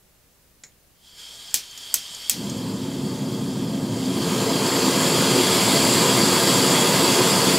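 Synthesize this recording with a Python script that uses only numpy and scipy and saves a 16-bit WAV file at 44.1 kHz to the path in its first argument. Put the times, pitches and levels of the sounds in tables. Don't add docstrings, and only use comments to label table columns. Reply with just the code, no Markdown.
import sys
import numpy as np
from scipy import signal
from scipy.fft import rfft, irfft, next_fast_len
from scipy.io import wavfile
from scipy.ndimage import uniform_filter1d

SR = 44100
rng = np.random.default_rng(int(sys.argv[2]) if len(sys.argv) > 2 else 0)


def natural_amplitude(level_db):
    exponent = np.asarray(level_db, float) / 20
    return 10 ** exponent


def master_out(mix):
    frames = np.transpose(np.atleast_2d(mix))
    ceiling = np.clip(frames, -1, 1)
    pcm = np.round(ceiling * 32767).astype(np.int16)
    wavfile.write(sys.argv[1], SR, pcm)


N = 334542

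LIGHT_S = 2.305
SIMMER_DB = -40


def evened(x):
    return x / np.sqrt(np.mean(x ** 2) + 1e-20)


def read(points, hz):
    f, value = np.transpose(points)
    return np.interp(np.log(hz + 1), np.log(f + 1), value)


def frame_axes(size):
    return np.arange(4 * N // size + 6) * size / 4 / SR, np.fft.rfftfreq(size, 1 / SR)[:, None]


def bump(hz, centre_hz, width_hz):
    return 1 / (1 + (2 * (hz - centre_hz) / width_hz) ** 2)


def step(u):
    return .5 + .5 * np.tanh(u / 2)


def noise(gain, patchy_db, size):
    a, b, patch = rng.standard_normal(gain.shape[::-1] + (3,)).T
    patch = uniform_filter1d(patch, size=size // 100, axis=0)
    patch = evened(uniform_filter1d(patch, size=8192 // size + 2, axis=1))
    gain = gain * (frame_axes(size)[1] < 15760)
    gain = gain / np.sqrt((gain ** 2).mean(0)) * natural_amplitude(patchy_db * patch)
    x = signal.istft(gain * (a + 1j * b), nperseg=size, noverlap=3 * size // 4)[1]
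    return evened(x[:N])


def wobble(hz):
    low_pass = signal.butter(2, hz, fs=SR, output="sos")
    return evened(signal.sosfilt(low_pass, rng.standard_normal(N)))


# start_s [s], level_db [dB]
VALVE_OPENING = [(.93, -75), (1.0, -64), (1.06, -52), (1.14, -52), (1.2, -42.5), (1.5, -42), (1.7, -44),
                 (1.85, -39.5), (2.3, -37.5), (2.76, -41), (3.85, -40.5), (4.3, -30.5), (4.9, -24.5),
                 (5.7, -21.5), (7.59, -22)]


def valve(t):
    return np.interp(t, *np.transpose(VALVE_OPENING), left=-120)


def lit(t, decay_s):
    return np.exp(-np.maximum(t - LIGHT_S, 0) / decay_s)


def heat(t):
    return step((t - 5.8) / .4)


# pitch_hz [Hz], level_db [dB per Hz]
SLOW_JET = [(150, -21.5), (600, -20.5), (1500, -23), (2500, -19), (3800, -13.5), (6000, -17), (9000, -19.5),
            (10500, -24.5), (12500, -34), (16000, -33)]
FAST_JET = [(150, -27), (600, -11.5), (1500, -13), (2500, -9), (3800, -10.5), (5800, -13.5), (8500, -13.5),
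            (10700, -14.5), (12600, -36), (16000, -35)]
# pitch_hz [Hz], width_hz [Hz], slow_db [dB], fast_db [dB]
TUBE_MODES = [(2046, 130, -24, -8.5), (2760, 300, -34, -8.5), (3200, 210, 0, -11), (3298, 146, -4, -3),
              (3530, 160, -7, -13), (4270, 240, -24, -3.5), (4550, 227, -7, -2.5), (4850, 270, -11, -3.2),
              (5250, 300, -9.5, -13.5), (7000, 600, -17, -7), (7520, 430, -16.5, -2.5),
              (8720, 330, -19, -40), (9600, 500, -33, -11), (11540, 650, -21, -15.5),
              (13700, 600, -24, -17), (14150, 550, -29, -17.5)]


def jet():
    t, hz = frame_axes(size=1024)
    burning = 1 - lit(t, decay_s=.08)
    cold_share, lit_share, share_per_db = .1, .46, .019
    drawn = lit_share - cold_share + share_per_db * (valve(t) - SIMMER_DB)
    fast = np.clip(cold_share + burning * drawn, 0, 1)
    chill = np.exp(-((valve(t) + 30.5) / 5) ** 2)
    tuning = 1 - .016 * burning * chill + .011 * heat(t)
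    power = natural_amplitude((1 - fast) * read(SLOW_JET, hz) + fast * read(FAST_JET, hz)) ** 2
    for pitch_hz, width_hz, slow_db, fast_db in TUBE_MODES:
        mode_gain = natural_amplitude((1 - fast) * slow_db + fast * fast_db)
        power = power + mode_gain ** 2 * bump(hz, pitch_hz * tuning, width_hz) ** 2
    hiss = noise(np.sqrt(power), patchy_db=1.2, size=1024)
    return hiss * natural_amplitude(valve(np.arange(N) / SR) + 1.1 + 0.32 * wobble(hz=40))


# pitch_hz [Hz], level_db [dB per Hz]
GENTLE_FLAME = [(30, -62), (60, -26), (90, -17), (120, -5), (250, -3.5), (450, -13.5), (750, -23.5),
                (1100, -25), (1400, -34.5), (3000, -49)]
FIERCE_FLAME = [(30, -55), (60, -32), (90, -21.5), (120, -8.5), (200, -7.5), (300, -5), (450, -7),
                (780, -16.5), (1050, -12.5), (1450, -23), (3000, -38)]


def flame():
    t, hz = frame_axes(size=4096)
    fierce = -.05 + .7 * step((valve(t) + 32.5) / 1.3) + .011 * (valve(t) - SIMMER_DB)
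    fierce = np.clip(fierce - .6 * lit(t, decay_s=.08) + .12 * heat(t), -1, 1)
    gain = natural_amplitude((1 - fierce) * read(GENTLE_FLAME, hz) + fierce * read(FIERCE_FLAME, hz))
    t = np.arange(N) / SR
    warming_db = 7 * (1 - lit(t, decay_s=1.3))
    opening_db = .22 * (valve(t) - SIMMER_DB)
    catching_db = -26 * lit(t, decay_s=.028)
    roar_db = -30.5 + warming_db + opening_db + catching_db
    roar = noise(gain, patchy_db=0.34, size=4096) * (t > LIGHT_S)
    return roar * natural_amplitude(roar_db - 0.78 + 0.56 * wobble(hz=25))


# pitch_hz [Hz], t60_s [s]
BAND_DECAY = [(300, 0.3), (2000, 0.24), (6000, 0.18), (12000, 0.15)]


def burst(colour, t60, rise):
    t, hz = np.arange(400) * 32 / SR, np.fft.rfftfreq(128, 1 / SR)[:, None]
    a, b = rng.standard_normal((2, len(hz), len(t)))
    z = (a + 1j * b) * natural_amplitude(read(colour, hz) - 60 * t / (t60 * read(BAND_DECAY, hz)))
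    x = signal.istft(z, nperseg=128, noverlap=96)[1][:12000]
    return x / np.sqrt(np.mean(x[:64] ** 2)) * (1 - np.exp(-np.arange(12000) / SR / rise))


def rings(modes, flutter_db=0):
    t = np.arange(12000) / SR
    out = 0
    for f, db, t60 in modes:
        flutter = evened(uniform_filter1d(rng.standard_normal(len(t)), size=200))
        envelope = natural_amplitude(db - 60 * t / min(t60, .22) + flutter_db * flutter)
        out = out + envelope * np.sin(2 * np.pi * (f * t + rng.random()))
    return out * (1 - np.exp(-t / 0.00008))


def add(mix, start_s, sound):
    part = mix[round(start_s * SR):][:len(sound)]
    part += sound[:len(part)]


# start_s [s], level_db [dB peak]
SNAPS = [
    (1.5423, -0.5),
    (1.9413, -0.5),
    (2.2966, -0.5),
]
# pitch_hz [Hz], level_db [dB per Hz]
SNAP_COLOUR = [(100, -46), (600, -31), (1540, -21.5), (3200, -7), (4880, -20), (5920, -12), (7810, -0.5),
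               (9470, -7), (12800, -6), (15500, -11), (17000, -36)]
SNAP_TAIL = [(100, -17), (300, -27), (1200, -32), (2000, -17.5), (3250, -11.5), (5550, -4.5), (6580, -7),
             (10500, -10), (15300, -14), (16000, -45)]
# pitch_hz [Hz], level_db [dB], t60_s [s]
IGNITER_MODES = [(3270, -1, 0.035), (5700, -7, 0.1), (6470, 0, .1), (8350, -11, .09), (9300, -25, .15),
                 (11500, -7, 0.11), (13530, -20, .1)]
# delay_s [s], level_db [dB]
BOUNCES = [
    (.0092, -17),
    (.0168, -16),
]


def snaps():
    out = np.zeros(N)
    for start_s, level_db in SNAPS:
        crack = natural_amplitude(0.5) * rings([(7780, 2.5, 0.0033), (1310, -25, 0.004), (5100, -8.5, 0.0047),
                                  (12200, -6, 0.0046), (14900, -14, 0.0088)])
        rattle = natural_amplitude(-9.5) * burst(SNAP_COLOUR, t60=.1, rise=.0008)
        tail = natural_amplitude(-20) * burst(SNAP_TAIL, t60=1.14, rise=0.0028)
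        metal = natural_amplitude(-27.5) * rings(IGNITER_MODES, flutter_db=6.5)
        add(out, start_s, natural_amplitude(level_db) * (crack + rattle + tail + metal))
        for delay_s, bounce_db in BOUNCES:
            add(out, start_s + delay_s, natural_amplitude(level_db + bounce_db) * (crack + rattle))
    return out


# start_s [s], level_db [dB peak], pitch_hz [Hz], t60_s [s], tail_db [dB]
TICKS = [
    (.721, -53, 3200, .015, -20),
    (1.508, -35, 7000, .02, -8),
    (1.711, -35, 6400, .02, -9),
    (1.776, -29, 6790, 0.014, -8),
    (2.148, -24.5, 6900, .015, -14),
    (2.4978, -24, 6660, 0.013, -8),
]
# pitch_hz [Hz], level_db [dB per Hz]
TICK_COLOUR = [(500, -40), (2500, -15), (4500, -8), (6800, -4), (8200, -9), (11000, -16), (15000, -18),
               (16000, -45)]


def ticks():
    out = np.zeros(N)
    for start_s, level_db, pitch_hz, t60_s, tail_db in TICKS:
        tail = natural_amplitude(tail_db) * burst(TICK_COLOUR, t60=0.37, rise=.0003)
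        add(out, start_s, natural_amplitude(level_db) * (rings([(pitch_hz, 0, t60_s)]) + tail))
    return out


# start_s [s], level_db [dB peak]
TAPS = [
    (.636, -28.3),
]
# pitch_hz [Hz], level_db [dB], t60_s [s]
WIRE_MODES = [(1980, 0, .07), (2200, -8, .14), (4100, -10, .15), (5560, -6, .14), (5680, -8, .1),
              (6270, -11, .2), (6525, -5, .16), (6900, -1, .12), (7080, -6, .3), (7250, -1, .13),
              (8050, -12, .1)]
# pitch_hz [Hz], level_db [dB per Hz]
TAP_COLOUR = [(300, -23), (800, -21), (1400, -20), (1950, -9), (2850, -25), (3800, -15), (5600, -18),
              (7010, -4), (8000, -18), (9500, -20), (11000, -35), (16000, -40)]


def taps():
    out = np.zeros(N)
    for start_s, level_db in TAPS:
        knock = natural_amplitude(-7.5) * burst(TAP_COLOUR, t60=.15, rise=.0003)
        tail = natural_amplitude(-15) * burst(TAP_COLOUR, t60=.95, rise=.002)
        wire = natural_amplitude(-17) * rings(WIRE_MODES, flutter_db=4.0)
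        add(out, start_s, natural_amplitude(level_db) * (knock + tail + wire))
    return out


def walls(x, wet_db, t60):
    at = np.arange(200, 12000, 22)
    echoes = np.zeros(12100)
    signs = rng.choice([-1., 1.], len(at))
    echoes[at + rng.integers(0, 22, len(at))] = signs * natural_amplitude(-60 * at / SR / t60)
    echoes *= natural_amplitude(wet_db) / np.linalg.norm(echoes)
    echoes[0] = 1
    return signal.fftconvolve(x, echoes / np.linalg.norm(echoes))[:N]


# pitch_hz [Hz], width_hz [Hz], level_db [dB lift]
SHOP_MODES = [(136, 11, 0.5), (185.5, 14, 3), (190.2, 10, -3.5), (197.5, 11, 5), (233, 17, -3),
              (264.8, 19.3, 8.5), (308, 16, -12), (366.4, 17.3, 7.5), (395, 31, -6.5), (446.6, 20, 4),
              (567, 7.7, -1.5), (640, 25, -7.5), (672, 19, 8), (719, 26, -5), (810, 26, -5), (892, 40, 4),
              (978, 36, 3), (1150, 37, -3.5), (1216, 31, 6.5), (1627, 120, 5)]


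def standing(x):
    size = next_fast_len(N + SR // 2)
    hz = np.fft.rfftfreq(size, 1 / SR)
    lift_db = sum(db * bump(hz, f, w) for f, w, db in SHOP_MODES)
    return irfft(rfft(x, size) * natural_amplitude(lift_db), size)[:N]


# pitch_hz [Hz], level_db [dB per Hz]
RUMBLE = [(20, -7.5), (40, -17), (65, -8), (90, -17), (150, -9), (250, -17), (500, -17.5), (800, -23.5),
          (1500, -26), (3000, -29), (15500, -30)]
# pitch_hz [Hz], level_db [dB rms]
HUM = [(30, -77), (60, -69), (118, -73.5)]


def floor():
    t, hz = frame_axes(size=2048)
    hum = 0
    for pitch_hz, level_db in HUM:
        cycles = pitch_hz * np.arange(N) / SR + rng.random()
        hum = hum + natural_amplitude(level_db + 2) * np.sin(2 * np.pi * cycles)
    return natural_amplitude(-61.5) * noise(natural_amplitude(read(RUMBLE, hz)) + 0 * t, patchy_db=0.5, size=2048) + hum


def scene():
    steady = walls(jet(), wet_db=-8, t60=.22) + walls(flame(), wet_db=-15, t60=.25)
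    mono = standing(steady) + snaps() + ticks() + taps() + floor()
    return np.array([mono, mono])


# pitch_hz [Hz], level_db [dB per Hz]
AMP_HISS = [(20, 13), (100, 11), (400, 6.1), (1000, 1), (4000, 0.23), (15500, 0.36)]


def amplifier_hiss():
    t, hz = frame_axes(size=1024)
    return natural_amplitude(-61.5) * noise(natural_amplitude(read(AMP_HISS, hz)) + 0 * t, patchy_db=1.5, size=1024)


def top_cut(x):
    return signal.sosfilt(signal.butter(12, 16810, fs=SR, output="sos"), x)


def record(dry):
    hiss = [amplifier_hiss() for _ in dry]
    band = signal.firwin(255, 16300, window=("kaiser", 8), fs=SR)[None]
    mix = signal.oaconvolve(np.clip(dry, -.99, .99), band, "same") + hiss
    return top_cut(mix)


dry = scene()
out = record(dry)
master_out(out)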